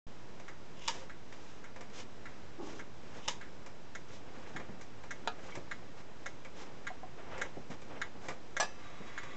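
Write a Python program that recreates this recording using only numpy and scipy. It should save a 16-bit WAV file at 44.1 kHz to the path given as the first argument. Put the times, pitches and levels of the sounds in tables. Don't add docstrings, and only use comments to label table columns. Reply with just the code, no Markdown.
import sys
import numpy as np
from scipy import signal
from scipy.fft import irfft
from scipy.io import wavfile
from scipy.ndimage import uniform_filter1d

SR = 44100
rng = np.random.default_rng(int(sys.argv[2]) if len(sys.argv) > 2 else 0)


def digitize_waveform(pressure):
    field = np.atleast_2d(pressure).T
    bounded = np.clip(field, -1, 1)
    quanta = np.round(bounded * 32767).astype(np.int16)
    wavfile.write(sys.argv[1], SR, quanta)


N = 412776
T = np.arange(N) / SR
HIT = T[:SR // 2]

ROOM_COLOUR = [(29, -29.5), (50, -1), (55, -5.5), (109, -2), (417, -5.5), (717, -10.5), (971, -11.5),
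               (1080, -13.5), (1940, -17.5), (3640, -23), (4330, -23), (6120, -26.5), (7760, -31.5),
               (8840, -54.5), (11500, -83), (19400, -120)]
CASE_COLOUR = [(59, -37), (100, -2.5), (302, -5.5), (703, -6), (832, -6.5), (967, -3.5), (1280, -10.5),
               (2210, -7), (2520, -16), (4330, -19.5), (5960, -17.5), (7470, -18.5), (8840, -47.5),
               (11500, -95), (19400, -120)]
TICK_COLOUR = [(150, -31), (500, 9), (1000, 1), (1900, -10), (2600, -8.5), (3700, -4.5), (4600, -16.5),
               (6200, -4.5), (7100, -8.5), (8500, -31)]
TOCK_COLOUR = [(150, -32), (500, -21), (1000, 1.5), (1900, 4), (2600, -10.5), (3700, -4), (4600, -16),
               (6100, -18.5), (7000, -7.5), (8500, -60)]
SNAP_COLOUR = [(88, -51), (150, -23), (417, -11), (539, -5), (745, -17), (930, 6), (1380, -12),
               (2070, -3.5), (2630, -8), (2920, -7.5), (3640, -2), (4320, -13.5), (4780, -8), (6960, -7),
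               (8840, -35), (11500, -69.5), (19400, -120)]
SKIN_COLOUR = [(150, -3), (450, 1), (900, -1), (2000, -7.5), (3200, -15), (6000, -45)]
SLEEVE_COLOUR = [(1000, -7.5), (2800, 1.5), (4500, -0.5), (6500, -1), (7500, -6.5), (8800, -27.5)]
STOP_COLOUR = [(88, -57), (150, -27), (297, -22), (417, -8), (577, -8), (946, -1), (1100, -22),
               (1430, -2.5), (2220, -29), (2420, -9), (2770, -13.5), (3970, -9.5), (5120, -24), (6730, -23),
               (8840, -57), (11500, -82), (19400, -120)]
LEVER_COLOUR = [(88, -73), (150, -34), (607, 1.5), (684, 1), (996, -2.5), (1200, -1), (1500, -19),
                (1690, 9), (1870, -12), (5970, -11.5), (6960, -22), (7580, -17), (8840, -43), (11500, -72),
                (19400, -120)]

# (f/Hz, level/dB, t60/s)
CASE_MODES = [(389, -8.5, 0.19), (531.7, 3.5, 0.26), (706, -2, 0.18), (920, -4.5, 0.13), (1000, -2.5, 0.12),
              (1195, -3, 0.19), (1690, -4.5, 0.1), (2370, -1, 0.15), (2720, -15.5, 0.11),
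              (3920, -13, 0.051)]
MOVEMENT_MODES = [(1376, -14, .106), (1606, -2.5, .11), (1703, -14, .095), (1820, -4.5, .093),
                  (1982, .5, .11), (2170, -.5, .11), (861, -20, .1), (1190, -15, .09), (2450, -18, .07),
                  (3290, -20, .06), (3700, -16, .06), (3865, -18, .09), (6720, -18, .08), (7080, -18, .06)]
CATCH_MODES = [(532, -3, 0.097), (940, -11, 0.25), (995, -15, 0.094), (1254, -4.5, 0.093),
               (1690, -9.5, 0.2), (2160, -14, 0.031), (2923, 2, 0.084), (3410, -9, 0.097),
               (3640, -9, 0.089), (4730, -4, 0.12), (5400, 0.5, 0.052), (7050, -13, 0.065)]
DOOR_MODES = [(307, -7, 0.12), (338, -2.5, 0.11), (405, -1.5, 0.072), (534, -3, 0.042), (840, -0.5, 0.032),
              (1090, -5, 0.04)]
FRAME_MODES = [(451, -1, 0.14), (565, -12, 0.07), (654, -5, .08), (724, -1, 0.17), (820, 0, 0.097),
               (906, 6, 0.071), (1250, -4, 0.18), (1362, 1, 0.12), (1669, -3, 0.11), (2450, -9, 0.12),
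               (3570, -3, .04), (3640, 0, 0.036), (4680, -9, .08), (6780, -1, 0.028)]
LEVER_MODES = [(727, -4.5, 0.2), (867, -6, 0.2), (1195, -1.5, 0.15), (1707, -1.5, 0.18), (2400, -6.5, 0.12),
               (2632, -18, 0.26), (3740, -18, .16), (4220, -3.5, 0.074), (4880, -14, 0.18),
               (5910, 4.5, 0.048), (6110, -21, 0.21), (7300, -12, .12), (7600, -6, 0.11),
               (8300, -20.5, 0.14)]
GONG_MODES = [(520, -7, 2.4), (718, -7.5, 7.1), (1200, -11, 4), (1380, -10, 2.6), (1650, -11, 3),
              (1850, -15, 0.94), (2632, -3.5, 0.83), (3085, -14, 1.8), (3960, -17, 1.9), (4900, -9, 1.2),
              (5850, 0, 0.53), (6100, -4, 0.77), (7504, -15, 0.83)]

# (t/s, level/dB, hardness/dB: nail above 0, fingertip below)
KNOCKS = [(0.398, -49, 2.5), (1.325, -47, 3), (1.761, -44, -4), (1.809, -43.5, 1.5), (3.662, -44.5, 1),
          (4.598, -41, -10), (4.811, -48.5, 9), (5.037, -45, -4), (5.553, -39, 3), (6.448, -43, -4),
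          (7.379, -41.5, 0.5), (7.702, -45, -3), (7.818, -47.5, 1), (8.284, -34, 1), (8.304, -38, -8),
          (9.233, -41, -1)]
TOOTH_LATE_MS = [-4, 1, 2, 6, -2, 7, 1, 3, 3, -2, 0, -1, 0, -9, -3, -2]
# (delay/ms, level/dB)
REBOUNDS = [(-0.43, -2.5), (3.99, -1.8), (8.28, -5.1), (14.61, -12)]
# (t/s, level/dB, ring against that level/dB, scrape/dB)
SNAPS = [(0.878, -21, -14, -47.5), (3.279, -21.5, -18, -55.5)]
# (t/s, length/s, skin/dB, sleeve/dB)
STROKES = [(0.904, .17, -53.5, -58), (1.225, 0.41, -67, -66.5), (1.925, .125, -55.5, -54.5),
           (2.6, 0.22, -56, -58.5), (3.101, .14, -54, -65), (4.067, .14, -63, -61),
           (4.225, 0.46, -57.5, -69), (5.368, 0.23, -53.5, -64.5), (5.96, 0.063, -56, -63),
           (6.538, 0.15, -54, -61), (7.27, 0.24, -51.5, -68), (7.69, .07, -54, -61),
           (8.193, .11, -60, -63.5)]
# (t/s, level/dB, f/Hz)
FLICKS = [(5.52, -41, 2250), (6.450, -46, 2234), (6.902, -33.5, 736), (7.031, -35, 741)]

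# (t/s, level/dB)
BUMPS = [(4.365, -40.5), (4.55, -33.5), (4.687, -34.5), (5.571, -34), (7.567, -34.5), (7.7, -34.5),
         (8.151, -41), (9.0, -40)]
LEVER_HITS = [(8.5995, -23.5), (8.6024, -34), (8.6073, -24.5), (8.627, -27), (8.649, -37)]

# (t/s, level/dB)
BEAT_FADER = [(.5, -35.5), (1.7, -38), (2.3, -34), (3.4, -35), (5.1, -31), (6.6, -30.5), (7.4, -26),
              (8.6, -26), (9.2, -30.5)]
DRAG_FADER = [(2.57, -70), (2.6, -43), (2.65, -44.5), (2.69, -50), (2.75, -52.5), (2.8, -52.5), (2.88, -63)]
TRAIN_FADER = [(8.65, -63), (8.78, -62), (8.86, -52.5), (9.0, -55.5), (9.12, -51), (9.36, -49.5)]


def undb(db):
    return 10 ** (np.asarray(db) / 20)


def unit(x):
    return x / np.sqrt(np.mean(x ** 2))


def fader(points):
    return undb(np.interp(T, *np.transpose(points), left=-200, right=-200))


def noise(colour, size=len(HIT)):
    hz, db = np.transpose(colour)
    log_hz = np.log(np.fft.rfftfreq(size, 1 / SR) + 1)
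    phases = np.exp(2j * np.pi * rng.random(len(log_hz)))
    return unit(irfft(phases * undb(np.interp(log_hz, np.log(hz), db)), size))


def fade(t60, t=HIT):
    return np.exp(-np.log(1000) * t / t60)


def ring(modes, t=HIT, rise_s=.00059):
    partials = sum(undb(db) * fade(t60, t) * np.sin(2 * np.pi * hz * t) for hz, db, t60 in modes)
    return (1 - np.exp(-t / rise_s)) * partials


def resonate(drive, modes):
    return unit(signal.fftconvolve(drive, ring(modes))[:N])


def burst(colour, t60, tail_db, tail_t60):
    return noise(colour) * np.hypot(fade(t60), undb(tail_db) * fade(tail_t60))


def band(x, hz, kind):
    return signal.sosfilt(signal.butter(2, hz, kind, fs=SR, output="sos"), x)


def add(out, s, x):
    i = max(int(s * SR), 0)
    out[i:i + len(x)] += x[:max(len(out) - i, 0)]


def walk(rate):
    step = int(SR / rate)
    held = np.repeat(rng.standard_normal(N // step + 1), step)
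    return unit(uniform_filter1d(held, step)[:N])


def slips(per_s, spread_db):
    return (rng.random(N) < per_s / SR) * undb(spread_db * rng.standard_normal(N))


def room_tone():
    return noise(ROOM_COLOUR, N) * undb(-53.5 + .5 * walk(6))


def stray_taps(per_s=1.2):
    gap, level, hardness = rng.random((40, 3)).T
    rows = zip(np.cumsum(.5 + gap) / per_s, -55.5 + level, 3 * hardness)
    return [row for row in rows if row[0] < T[-1]]


def knocks():
    out = np.zeros(N)
    for s, db, hardness_db in KNOCKS + stray_taps():
        blow = burst(CASE_COLOUR, t60=.078, tail_db=-3.5, tail_t60=.19)
        bass = undb(-6.5 - hardness_db) * band(blow, 470, "low")
        mids = band(band(blow, 490, "high"), 2800, "low")
        treble = undb(-1 + hardness_db) * band(blow, 2800, "high")
        add(out, s, undb(db - 5.5) * (mids - bass - treble))
        add(out, s, undb(db - 12) * ring(CASE_MODES, rise_s=.002))
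    return out


def pendulum(first_tick_s=.485, swing_s=1.155, tock_after_s=.61):
    k = np.arange(len(TOOTH_LATE_MS))
    times = first_tick_s + k // 2 * swing_s + k % 2 * tock_after_s + np.array(TOOTH_LATE_MS) / 1000
    return zip(times, np.interp(times, *np.transpose(BEAT_FADER)))


def escapement(door_open_s=3.7):
    out = np.zeros(N)
    swell = (HIT / .0012) ** 3 * np.exp(3 * (1 - HIT / .0012))
    clack = undb(-2) * swell * np.sin(2 * np.pi * 1620 * HIT)
    shut_colour = [(700, -19), (1400, -3), (2000, -4.5), (2800, -16), (6000, -36)]
    for k, (s, db) in enumerate(pendulum()):
        pallet = TOCK_COLOUR if k % 2 else TICK_COLOUR
        beat = undb(-13) * ring(MOVEMENT_MODES, rise_s=.0016)
        beat += undb(-18) * burst(pallet, t60=.069, tail_db=-3, tail_t60=.21)
        door_db = 0
        if s < door_open_s:
            beat = undb(-4) * beat + undb(-19) * noise(shut_colour) * fade(.27)
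            door_db = -7
        beat = np.pad(beat, (SR // 1000, 0))
        for ms, rebound_db in REBOUNDS:
            late, hard = rng.standard_normal(2)
            contact = clack + undb(-10) * band(noise(pallet), 3100, "high") * fade(.029)
            add(beat, (ms + 1 + .03 * late) / 1000, undb(door_db + rebound_db + 1.2 * hard) * contact)
        add(out, s - .001, undb(db + 3) * beat)
    return out


def catch_scrape(slide_s=.14, squeak_hz=2870):
    grains = noise(SNAP_COLOUR, N) * undb(3.2 * walk(150))
    squeak = unit(signal.lfilter(*signal.iirpeak(squeak_hz, Q=7, fs=SR), grains))
    pressure = sum(undb(db) * np.clip(1 - (s - T) / slide_s, 0, 1) * (T < s) for s, _, _, db in SNAPS)
    return pressure * (undb(-8) * squeak + undb(-5.5) * grains)


def catch_snaps():
    out = np.zeros(N)
    for s, db, ring_db, _ in SNAPS:
        add(out, s, undb(db - 10.5) * burst(SNAP_COLOUR, t60=.019, tail_db=-2, tail_t60=.2))
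        add(out, s + .003, undb(db + ring_db) * ring(CATCH_MODES))
        add(out, s + .004, undb(db - 3) * noise(SNAP_COLOUR) * fade(.022))
    return out


def hand_rub():
    skin = noise(SKIN_COLOUR, N) * undb(3.4 * walk(70))
    rub = undb(-2.5) * skin + undb(-11) * resonate(skin, CASE_MODES)
    sleeve = noise(SLEEVE_COLOUR, N) * undb(2 * walk(90))
    out = rub * undb(-64.5 + 5.5 * walk(7.1)) * (T > 4) * (T < 8.4)
    for start, length, skin_db, sleeve_db in STROKES:
        pressure = undb(2.5) * np.sin(np.pi * np.clip((T - start) / length, 0, 1))
        out += pressure * (undb(skin_db) * rub + undb(sleeve_db) * sleeve)
    return out


def door_drag():
    return undb(-.5) * fader(DRAG_FADER) * resonate(slips(per_s=500, spread_db=1), DOOR_MODES)


def bumps():
    out = np.zeros(N)
    colour = [(40, -27), (160, 2), (400, -4), (800, -9), (3000, -71)]
    attack = 1 - np.exp(-HIT / .0022)
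    for s, db in BUMPS:
        add(out, s, undb(db - 7) * attack * burst(colour, t60=.08, tail_db=-2.5, tail_t60=.24))
    return out


def door_stop(s=5.2745):
    out = np.zeros(N)
    add(out, s, undb(-30) * burst(STOP_COLOUR, t60=.035, tail_db=-7, tail_t60=.13))
    add(out, s, undb(-36.5) * ring(FRAME_MODES, rise_s=.0005))
    return out


def minute_hand():
    out = np.zeros(N)
    for s, db, hz in FLICKS:
        modes = [(hz, 0, .08), (.9 * hz, -4, .06), (1.4 * hz, -7, .05)]
        add(out, s, undb(db) * ring(modes, rise_s=.0037))
    return out


def strike_lever():
    out = np.zeros(N)
    for s, db in LEVER_HITS:
        add(out, s, undb(db - 4.5) * burst(LEVER_COLOUR, t60=.056, tail_db=-8, tail_t60=.19))
    drop_s = LEVER_HITS[1][0]
    add(out, drop_s, undb(-30) * ring(LEVER_MODES))
    add(out, drop_s, undb(-55) * ring(GONG_MODES, T))
    return out


def striking_train():
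    teeth = slips(per_s=700, spread_db=2)
    wheels = resonate(teeth, MOVEMENT_MODES)
    arbor = resonate(teeth, [(1167, -1, .24), (1130, 2, .073), (3400, -6, .11), (3810, -5.5, .092)])
    fly_colour = [(150, 2), (600, 3), (2200, 4.5), (3800, -5), (5000, -10), (7000, -8), (8800, -31)]
    fly = noise(fly_colour, N) * undb(1.4 * walk(30))
    return fader(TRAIN_FADER) * (undb(-8.5) * wheels + undb(-6.5) * arbor + undb(-5) * fly)


def scene():
    mix = room_tone() + knocks() + escapement() + catch_scrape() + catch_snaps() + hand_rub()
    mix += door_drag() + bumps() + door_stop() + minute_hand() + strike_lever() + striking_train()
    return mix[None]


def record(dry, start_s=.067, top_hz=8750):
    notched = signal.lfilter(*signal.iirnotch(4390, Q=28, fs=SR), dry)
    gated = (notched + .0122) * np.clip((T - start_s) / .002, 0, 1)
    return signal.sosfilt(signal.ellip(10, .2, 70, top_hz, fs=SR, output="sos"), gated)


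dry = scene()
out = record(dry)
digitize_waveform(out)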